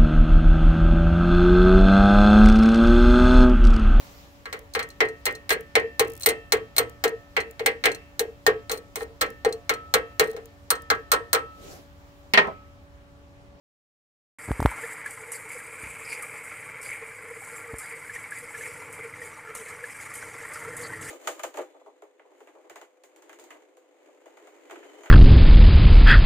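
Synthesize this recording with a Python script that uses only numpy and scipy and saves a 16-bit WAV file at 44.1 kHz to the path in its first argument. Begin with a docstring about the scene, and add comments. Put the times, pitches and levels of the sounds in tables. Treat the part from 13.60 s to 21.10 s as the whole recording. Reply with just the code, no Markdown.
"""Yarn winding machine

In a small room, heard from the operator's seat, a drum shaft rattles and its cones drone, both
throbbing once a turn over the motor's rumble. Friction makes the yarn hiss and squeak, and it ticks
as it snatches free. Fingers bump the hand-held microphone just after it is switched on, loose reel
arms clink, and now and then a cone rides up and hums."""
import sys
import numpy as np
from scipy import signal
from scipy.fft import rfft, irfft
from scipy.io import wavfile
from scipy.ndimage import uniform_filter1d

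SR = 44100
rng = np.random.default_rng(int(sys.argv[2]) if len(sys.argv) > 2 else 0)


def bounce(signal):
    """Save signal as a 16-bit WAV file at the path given by the first command-line argument."""
    frames = np.transpose(np.atleast_2d(signal))
    limited = np.clip(frames, -1, 1)
    pcm = np.round(limited * 32767).astype(np.int16)
    wavfile.write(sys.argv[1], SR, pcm)


N = 330750
TIME = np.arange(N) / SR
BINS = np.fft.rfftfreq(N, 1 / SR)

# loose play in the drive: (time [s], relative frame level [dB], relative drum level [dB])
BEARING_PLAY = [(0.8, -50.5, -44.5), (1.0, -48, -46.5), (1.1, -42, -40), (1.4, -49.5, -43),
                (1.65, -51, -46.5), (2.35, -49.5, -43.5), (3.0, -49, -43), (3.55, -51.5, -45.5),
                (4.1, -50, -46), (4.4, -52, -45), (5.4, -50, -47.5), (5.9, -51, -50), (6.4, -51, -45.5),
                (7.05, -46.5, -44.5), (7.5, -51, -46)]
# spectrum of the frame's clatter: (frequency [Hz], relative level [dB])
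FRAME_SPECTRUM = [(380, -6.5), (450, -3), (600, 4.5), (665, -2.5), (900, 0.5), (1150, 5.5), (1370, 5),
                  (1550, 3.5), (1700, 6.5), (1900, 0), (2400, -5), (2900, -11.5), (3500, -22),
                  (6000, -21.5)]
# resonances of the frame: (frequency [Hz], nominal width [Hz], relative level [dB])
FRAME_MODES = [(877.6, 12.6, -15.5), (1380.6, 13.4, -8), (2973, 22, -37), (3148, 11, -24)]
# resonances of the hollow drums: (frequency [Hz], nominal width [Hz], relative level [dB])
DRUM_MODES = [(1898, 9, -6), (2065, 27, -2.5), (2203, 39, -1), (2333, 28, -2)]
# band in which the moving microphone hears the drums: (time [s], centre frequency [Hz])
DRUM_BAND = [(0.8, 2110), (1.04, 2140), (1.53, 2060), (2.46, 2304), (2.78, 2200), (4.64, 2097),
             (5.11, 2165), (6.56, 2120), (7.22, 1936)]
# resonances of the cones: (frequency [Hz], nominal width [Hz], relative level [dB])
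CONE_MODES = [(449, 14, -5.5), (469.7, 32.6, 4)]

# course of the motor's rumble: (time [s], relative level [dB])
RUMBLE_LEVEL = [(1.2, -59), (1.65, -63.5), (2.1, -60.5), (3.8, -62), (4.7, -60.5), (5.45, -57.5),
                (6.0, -64), (6.6, -59.5), (6.99, -60.5), (7.05, -52), (7.5, -49.5)]
# spectrum of the rumble: (frequency [Hz], relative level [dB])
RUMBLE_SPECTRUM = [(25, -76), (55, -35), (90, -4), (130, 2), (165, -8.5), (220, -12), (320, -0.5),
                   (372, -30.5), (430, 0), (700, -48)]
# motor hum: (frequency [Hz], relative level [dB])
HUM_TONES = [(100, -5), (124, -11), (158, -7.5), (323, -12.5)]
# bearing whine: (frequency [Hz], level [dB])
WHINE_TONES = [(3805, -86), (4195, -85), (4618, -80), (4846, -80), (5078, -80), (6673, -79), (8243, -70)]

# steady pull on the yarn, expressed as its hiss: (time [s], relative level [dB])
YARN_PULL = [(0.8, -49), (1.0, -51), (1.28, -44), (1.42, -53.5), (2.4, -49.5), (2.9, -50.5), (3.15, -54.5),
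             (3.6, -53.5), (3.95, -48.5), (4.1, -52.5), (4.6, -51), (4.87, -52), (5.0, -46.5),
             (5.25, -53.5), (5.88, -58), (6.2, -56), (6.4, -51), (7.35, -51.5)]
# yarn dragging on a drum: (centre time [s], half length [s], pull change [dB], rattle rise [dB])
DRAGS = [(1.745, .03, 3, 3.5), (1.925, 0.031, 3.5, 4.5), (2.247, 0.026, 4, 2), (2.533, .045, 7.5, 7.5),
         (3.321, 0.042, 5.5, 9.5), (4.32, 0.033, 1.5, 5), (4.55, 0.024, 4.5, 4.5), (4.774, 0.027, 3.5, 7),
         (5.052, 0.041, 3.5, 7.5), (5.425, 0.034, -2, 8), (5.65, 0.059, 9, 3), (6.097, 0.037, 7, 5),
         (6.31, 0.02, 1.5, 3.5), (6.43, 0.028, 4.5, 1), (7.238, .025, 3.5, 3), (7.488, 0.022, 5.5, 5)]
# spectrum of the yarn's hiss: (frequency [Hz], relative level [dB])
HISS_SPECTRUM = [(3000, -27), (5700, -41), (6600, -9), (7400, 1), (8500, 3.5), (10000, 0), (10900, -3.5),
                 (11600, -8.5), (14300, -13.5)]
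# top of the hiss, which grows with pull: (frequency [Hz], gain [dB])
TAUT_TREBLE = [(9000, -30), (12000, -9)]
# stereo width of the friction noise: (frequency [Hz], side relative to mid [dB])
STEREO_SIDE = [(4000, -49), (5500, -25.5), (7000, -8), (14000, -4.5)]
# spectrum of dry rubbing in the guides: (frequency [Hz], relative level [dB])
RUB_SPECTRUM = [(2300, 4.5), (3100, 1), (3600, -4.5), (4300, -4.5), (5400, -0.5), (6300, 3.5), (7000, 4),
                (9000, -19.5)]
# the guides are heard better as the microphone tilts up: (time [s], relative level [dB])
GUIDE_NEARNESS = [(0.8, -19), (3.5, -19.5), (5.1, -15.5), (5.8, -12), (7.5, -12.5)]
# resonances of the guide wire: (frequency [Hz], nominal width [Hz], relative level [dB])
WIRE_MODES = [(3170, 280, -5.5), (4755, 210, 5.5)]

# fingers on the microphone port, in relative levels: (time [s], push [dB], pop [dB], housing ring [dB])
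FINGER_TOUCHES = [(0.88, -32, -28, -38), (0.8897, -24, -26, -36), (.9100, -13.5, -16, -28),
                  (0.9967, -16.5, -20, -16), (1.021, -17, -21, -17.5), (1.053, -6.5, -4.5, -12.5),
                  (2.235, -36, -57, -53), (2.266, -39, -57, -57), (2.302, -43, -57, -55),
                  (4.136, -29, -26, -54)]
# yarn snatching free: (time [s], relative tick level [dB], jump in pull [dB])
SNATCHES = [(1.108, -28.5, -5.5), (1.459, -33, 4.5), (1.506, -30.5, 6), (1.718, -18.5, 8.5), (1.89, -39, 6),
            (2.6234, -23.5, 2), (3.213, -40, 9.5), (3.2281, -31, 4.5), (4.1841, -21.5, 7.5),
            (4.707, -30, 3), (4.785, -29, 1.5), (5.3266, -28.5, 5.5), (5.9496, -24, 16), (6.235, -46, 3.5),
            (6.5382, -25, 3), (6.554, -30, 1.5), (6.935, -30, 7), (7.1665, -23, 5.5), (7.411, -41, 9)]
# spectrum of a snatch: (frequency [Hz], relative level [dB])
SNATCH_SPECTRUM = [(3000, -35), (6500, -5), (7600, 6.5), (10000, 9), (12000, 0), (14300, -13)]
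# loose reel arms striking their stops: (time [s], relative level [dB], frequency [Hz])
REEL_CLINKS = [(1.2356, -25.5, 1770), (1.46, -23, 1695), (3.3288, -44, 2290), (4.4954, -27, 1730),
               (4.5605, -25.5, 1870), (4.6399, -30, 2240), (4.7205, -24, 1680), (4.947, -26.5, 1720),
               (5.009, -28.5, 1730), (5.5378, -30.5, 2040), (5.6175, -28.5, 1880), (6.2395, -23.5, 1702),
               (6.626, -30.5, 1540), (6.8502, -29, 1910), (6.9571, -29, 1380), (7.334, -25.5, 1896)]
# a cone riding up on its drum: (centre time [s], half length [s], relative level [dB])
CONE_RIDES = [(1.244, 0.018, -35), (1.626, 0.0098, -42.5), (1.963, 0.014, -37.5), (2.591, 0.026, -45),
              (3.428, 0.013, -36.5), (3.647, 0.026, -44.5), (3.715, 0.012, -37), (3.775, 0.012, -41),
              (3.934, 0.023, -43.5), (4.118, 0.053, -39), (4.343, 0.028, -42), (4.557, 0.016, -45),
              (4.838, 0.015, -45), (5, 0.026, -41.5), (5.394, 0.013, -42), (5.457, 0.018, -36.5),
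              (5.634, 0.054, -43.5), (5.905, 0.032, -41), (6.003, .025, -41), (6.236, 0.023, -40),
              (7.092, 0.054, -41), (7.217, 0.027, -40)]
# yarn squeaking in a guide: (start time [s], length [s], level [dB], frequency [Hz])
SQUEAKS = [(1.73, .06, -55, 4660), (2.442, 0.028, -51.5, 4970), (2.467, 0.1, -48, 4780),
           (6.927, 0.045, -53, 4940), (7.223, 0.059, -47.5, 4500), (7.42, .06, -57, 4800)]


def from_db(db):
    """Amplitude grows tenfold every 20 dB."""
    return 10 ** (np.asarray(db) / 20)


def unit_rms(x):
    """Normalisation to unit mean power."""
    return x / np.sqrt(np.mean(x ** 2) + 1e-20)


def in_time(rows):
    """Linear interpolation of each column at every sample."""
    times, *columns = np.transpose(rows)
    return [np.interp(TIME, times, column) for column in columns]


def colour(x, spectrum):
    """Spectral shaping by a gain curve on a log-frequency axis."""
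    hz, db = np.transpose(spectrum)
    return irfft(rfft(x) * from_db(np.interp(np.log(BINS + 1), np.log(hz), db)), N)


def drift(rate_hz):
    """Low-passed noise: a slow random fluctuation of unit power."""
    return unit_rms(irfft(rfft(rng.standard_normal(N)) / (1 + (BINS / rate_hz) ** 2), N))


def resonate(x, hz, width_hz):
    """A damped oscillator: two-pole resonance with unit peak gain."""
    radius = np.exp(-np.pi * width_hz / SR)
    feedback = [1, -2 * radius * np.cos(2 * np.pi * hz / SR), radius ** 2]
    return signal.lfilter(np.array([1, 0, -1]) * (1 - radius ** 2) / 2, feedback, x + 1e-18)


def body(x, modes):
    """Modal superposition: steep-sided resonances add, each at its own level."""
    return sum(from_db(db) * unit_rms(resonate(resonate(x, hz, 2 * width), hz, 2 * width))
               for hz, width, db in modes)


def steady(x, span_s):
    """Division by the running RMS evens out swells and keeps the fine grain."""
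    return x / np.sqrt(uniform_filter1d(x * x, int(span_s * SR)) + 1e-12)


def contacts(per_s, spread_db):
    """A Poisson process of tiny, uneven impacts."""
    sizes = from_db(spread_db * np.minimum(rng.exponential(1, N), 4)) * rng.choice([-1, 1], N)
    return sizes * (rng.random(N) < per_s / SR)


def burst(start_s, rise_s, t60_s):
    """A quick rise, then the exponential decay of a damped vibration."""
    age = np.clip(TIME - start_s, 0, 3 * t60_s)
    return (1 - np.exp(-age / rise_s)) * from_db(-60 * age / t60_s)


def swell(centre_s, half_s):
    """A Gaussian rise and fall."""
    return np.exp(-((TIME - centre_s) / half_s) ** 2)


def cycle(hz, peak_s):
    """Simple harmonic motion with a crest at peak_s."""
    return np.cos(2 * np.pi * hz * (TIME - peak_s))


def tones(partials, waver_hz, waver_db):
    """Random amplitude and frequency modulation makes pure tones waver."""
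    out = np.zeros(N)
    for hz, db in partials:
        amplitude = np.sqrt(2) * from_db(db + waver_db * drift(rate_hz=24))
        pitch_hz = hz + waver_hz * drift(rate_hz=18.8)
        out += amplitude * np.sin(2 * np.pi * np.cumsum(pitch_hz) / SR)
    return out


def shaft_throb(depth, shaft_hz=17.8):
    """Amplitude modulation: the slightly bent shaft presses harder once a turn."""
    angle = 2 * np.pi * shaft_hz * TIME - 0.5
    return unit_rms(np.exp(depth * (np.cos(angle) + 0.38 * np.cos(2 * angle))))


def frame_clatter(clacks_per_s=160, parts=18):
    """Impact excitation: the frame rings, and each small loose part clacks at its own pitch."""
    clatter = steady(colour(contacts(per_s=2000, spread_db=2.5), FRAME_SPECTRUM), span_s=0.11)
    clacks = sum(hz * resonate(contacts(clacks_per_s / parts, spread_db=3.5), hz, width_hz=32)
                 for hz in np.geomspace(800, 1900, parts))
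    ring = body(contacts(per_s=900, spread_db=2.5), FRAME_MODES)
    return clatter + from_db(-1) * unit_rms(clacks) + ring


def drum_rattle(half_width_hz=210):
    """Directivity: the hollow drums are heard in a band that shifts with the listening angle."""
    impacts = unit_rms(contacts(per_s=1200, spread_db=-2.5))
    ring = from_db(-22) * body(contacts(per_s=1500, spread_db=3), DRUM_MODES)
    centre_hz, = in_time(DRUM_BAND)
    # shifting down, low-passing and shifting back makes a moving band-pass
    carrier = np.exp(2j * np.pi * np.cumsum(centre_hz) / SR)
    low_pass = signal.butter(2, half_width_hz, fs=SR, output="sos")
    band = signal.sosfilt(low_pass, (impacts + ring) / carrier) * carrier
    return steady(band.real, span_s=0.049)


def drive():
    """Structure-borne sound: loose bearings chatter into the frame and the drums."""
    frame_db, drum_db = in_time(BEARING_PLAY)
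    chatter_db = 0.9 * drift(rate_hz=10)
    drag_db = sum(db * swell(s, half_s) for s, half_s, _, db in DRAGS)
    frame = from_db(frame_db + chatter_db + 0.5) * frame_clatter()
    drums = from_db(drum_db + chatter_db + drag_db + 0.6) * drum_rattle()
    return (frame + drums) * shaft_throb(depth=0.11)


def cone_drone():
    """Resonance and beating: cones of unequal size drone on the drums."""
    beat_db = cycle(hz=4.48, peak_s=0.11)
    wander_db = 3.5 * drift(rate_hz=2.3)
    drone = steady(body(rng.standard_normal(N), CONE_MODES), span_s=0.146)
    return from_db(-53.5 + beat_db + wander_db) * drone * shaft_throb(depth=0.13)


def motor():
    """Line spectra over a continuous one: hum follows the rumble, and the bearings whine thinly."""
    rumble_db, = in_time(RUMBLE_LEVEL)
    rumble = from_db(rumble_db + 1) * steady(colour(rng.standard_normal(N), RUMBLE_SPECTRUM), span_s=0.32)
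    hum_db = -60.5 + rumble_db - np.median(rumble_db)
    hum = from_db(hum_db) * tones(HUM_TONES, waver_hz=4.1, waver_db=3)
    return rumble + hum + tones(WHINE_TONES, waver_hz=6.8, waver_db=2.5)


def yarn_tension(slack_share=0.2, slack_s=0.047, relax_s=0.079):
    """Tension, in dB, swings with the reel arms, shifts in a drag, and jumps and relaxes at a snatch."""
    pull_db, = in_time(YARN_PULL)
    pull_db += 0.5 * cycle(hz=3.3, peak_s=0.24)
    pull_db += sum(db * swell(s, half_s) for s, half_s, db, _ in DRAGS)
    for s, _, jump_db in SNATCHES:
        away_s = np.abs(TIME - s)
        slack = -slack_share * np.exp(-away_s / slack_s)   # a caught strand slackens before it frees
        pull_db += jump_db * np.where(TIME < s, slack, np.exp(-away_s / relax_s))
    return uniform_filter1d(pull_db, size=180)


def friction_noise(spectrum, flicker_db, band_hz=330, groups=9):
    """Friction makes broadband noise: interleaved bands flicker, and the treble differs by side."""
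    mid, side = (unit_rms(colour(white, spectrum)) for white in rng.standard_normal((2, N)))
    stereo = rfft(mid + colour(side, STEREO_SIDE) * [[1], [-1]])
    group = (BINS / band_hz).astype(int) % groups
    out = sum(irfft(stereo * (group == k), N) * from_db(flicker_db * drift(rate_hz=31))
              for k in range(groups))
    return out / np.std(out.mean(axis=0))


def running_yarn():
    """Sliding friction grows with tension: yarn hisses on the drums, rubs the guides, rings their wire."""
    pull_db = yarn_tension()
    usual_db = np.median(pull_db)
    excess_db = pull_db - usual_db
    nearness_db, = in_time(GUIDE_NEARNESS)
    rub_db = usual_db + 1.12 * excess_db + nearness_db + 8
    wire_db = -77.5 + 1.1 * excess_db + 3.6 * drift(rate_hz=7.1)
    flutter_db = 1.7 * drift(rate_hz=30)
    hiss = from_db(pull_db + flutter_db - 0.5) * friction_noise(HISS_SPECTRUM, flicker_db=3)
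    hiss += colour(hiss, TAUT_TREBLE) * (from_db(0.27 * excess_db) - 1)   # a taut strand is brighter
    rub = from_db(rub_db + flutter_db) * friction_noise(RUB_SPECTRUM, flicker_db=5)
    wire = from_db(wire_db) * body(rng.standard_normal(N), WIRE_MODES)
    return hiss + rub + wire


def finger_bumps(push_s=0.00056, pop_s=0.00027, lag_s=0.0064, low_cut_hz=48, suction=0.12):
    """Pressure transients: a fingertip pushes air into the port, sucks, and pops as the seal breaks."""
    pressure, housing, crack = np.zeros((3, N))
    hardest_db = max(row[1] for row in FINGER_TOUCHES)
    for s, push_db, pop_db, ring_db in FINGER_TOUCHES:
        age = TIME - s
        # a lighter touch lets go more slowly
        release = (age - lag_s) / (pop_s * from_db(0.11 * (hardest_db - push_db)))
        push = np.exp(-np.minimum((age / push_s) ** 2, 50) / 2)
        sealed = (np.tanh((age - 2 * push_s) / push_s) - np.tanh(release)) / 2
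        pressure += from_db(push_db) * (push - suction * sealed)
        pressure += from_db(pop_db) * 2 * release / (1 + release ** 2) ** 2
        # the pop sets the housing ringing and creaking
        ring = np.sin(2 * np.pi * 900 * (age - lag_s))
        housing += from_db(ring_db) * burst(s + lag_s - 2 * pop_s, rise_s=0.0001, t60_s=0.011) * ring
        crack += from_db(ring_db) * burst(s + lag_s, rise_s=0.0001, t60_s=0.025)
    # the low cut swings back after each pulse
    swing = signal.sosfilt(signal.cheby1(2, 3, low_cut_hz, "high", fs=SR, output="sos"), pressure)
    thud = from_db(7) * resonate(swing, hz=53, width_hz=22)
    creak = from_db(-17.5) * crack * rng.standard_normal(N)
    snap = from_db(10.5) * resonate(pressure, hz=4300, width_hz=950)
    return from_db(3.5) * swing + thud + housing + creak + snap


def yarn_snatches():
    """Sudden release: caught yarn frees with a tick, and wall reflections add a short wash."""
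    envelope = np.zeros(N)
    for s, db, _ in SNATCHES:
        tick = burst(s, rise_s=0.0003, t60_s=0.042)
        wash = from_db(-11.5) * burst(s, rise_s=0.008, t60_s=0.33)
        envelope += from_db(db - 10) * (tick + wash)
    return envelope * friction_noise(SNATCH_SPECTRUM, flicker_db=2)


def reel_clinks():
    """Damped free vibration: a reel arm strikes its stop, giving a dry tap with a faint tail."""
    out = np.zeros(N)
    white = rng.standard_normal(N)
    for s, db, hz in REEL_CLINKS:
        tap = burst(s, rise_s=0.0016, t60_s=0.036) * np.sin(2 * np.pi * hz * (TIME - s))
        tail = burst(s, rise_s=0.004, t60_s=0.13) * unit_rms(resonate(white, hz, width_hz=150))
        out += from_db(db - 2.5) * tap / tap.max() + from_db(db - 15.5) * tail
    return out


def riding_cones(centre_hz=467.7, scatter=0.04):
    """Forced vibration: a cone rides up on its drum and hums briefly at an unsteady pitch."""
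    pitch_hz = centre_hz * (1 + scatter * drift(rate_hz=30))
    envelope = sum(from_db(db) * swell(s, half_s) for s, half_s, db in CONE_RIDES)
    return envelope * shaft_throb(depth=0.18) * np.sin(2 * np.pi * np.cumsum(pitch_hz) / SR)


def guide_squeaks(width_hz=350):
    """Frictional excitation: yarn squeaks in a guide as a short swell of narrow-band noise."""
    white = rng.standard_normal(N)
    return sum(np.sin(np.pi * np.clip((TIME - s) / length_s, 0, 1)) * body(white, [(hz, width_hz, db)])
               for s, length_s, db, hz in SQUEAKS)


def scene():
    """Superposition of the sources; a standing-wave null at the seat notches the machine's sound."""
    machine = drive() + cone_drone() + riding_cones() + reel_clinks() + motor()
    at_seat = machine - resonate(machine, hz=378, width_hz=22)
    yarn = running_yarn() + yarn_snatches() + guide_squeaks()
    return at_seat + yarn + finger_bumps()


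def record(dry, mic_on_s=0.785, cutoff_hz=14250):
    """Gating and band limiting: silence until the microphone is on, and a steep treble cut."""
    live = np.clip((TIME - mic_on_s) / 0.003, 0, 1)
    return signal.sosfilt(signal.ellip(10, 0.3, 70, cutoff_hz, fs=SR, output="sos"), dry * live)


dry = scene()
out = record(dry)
bounce(out)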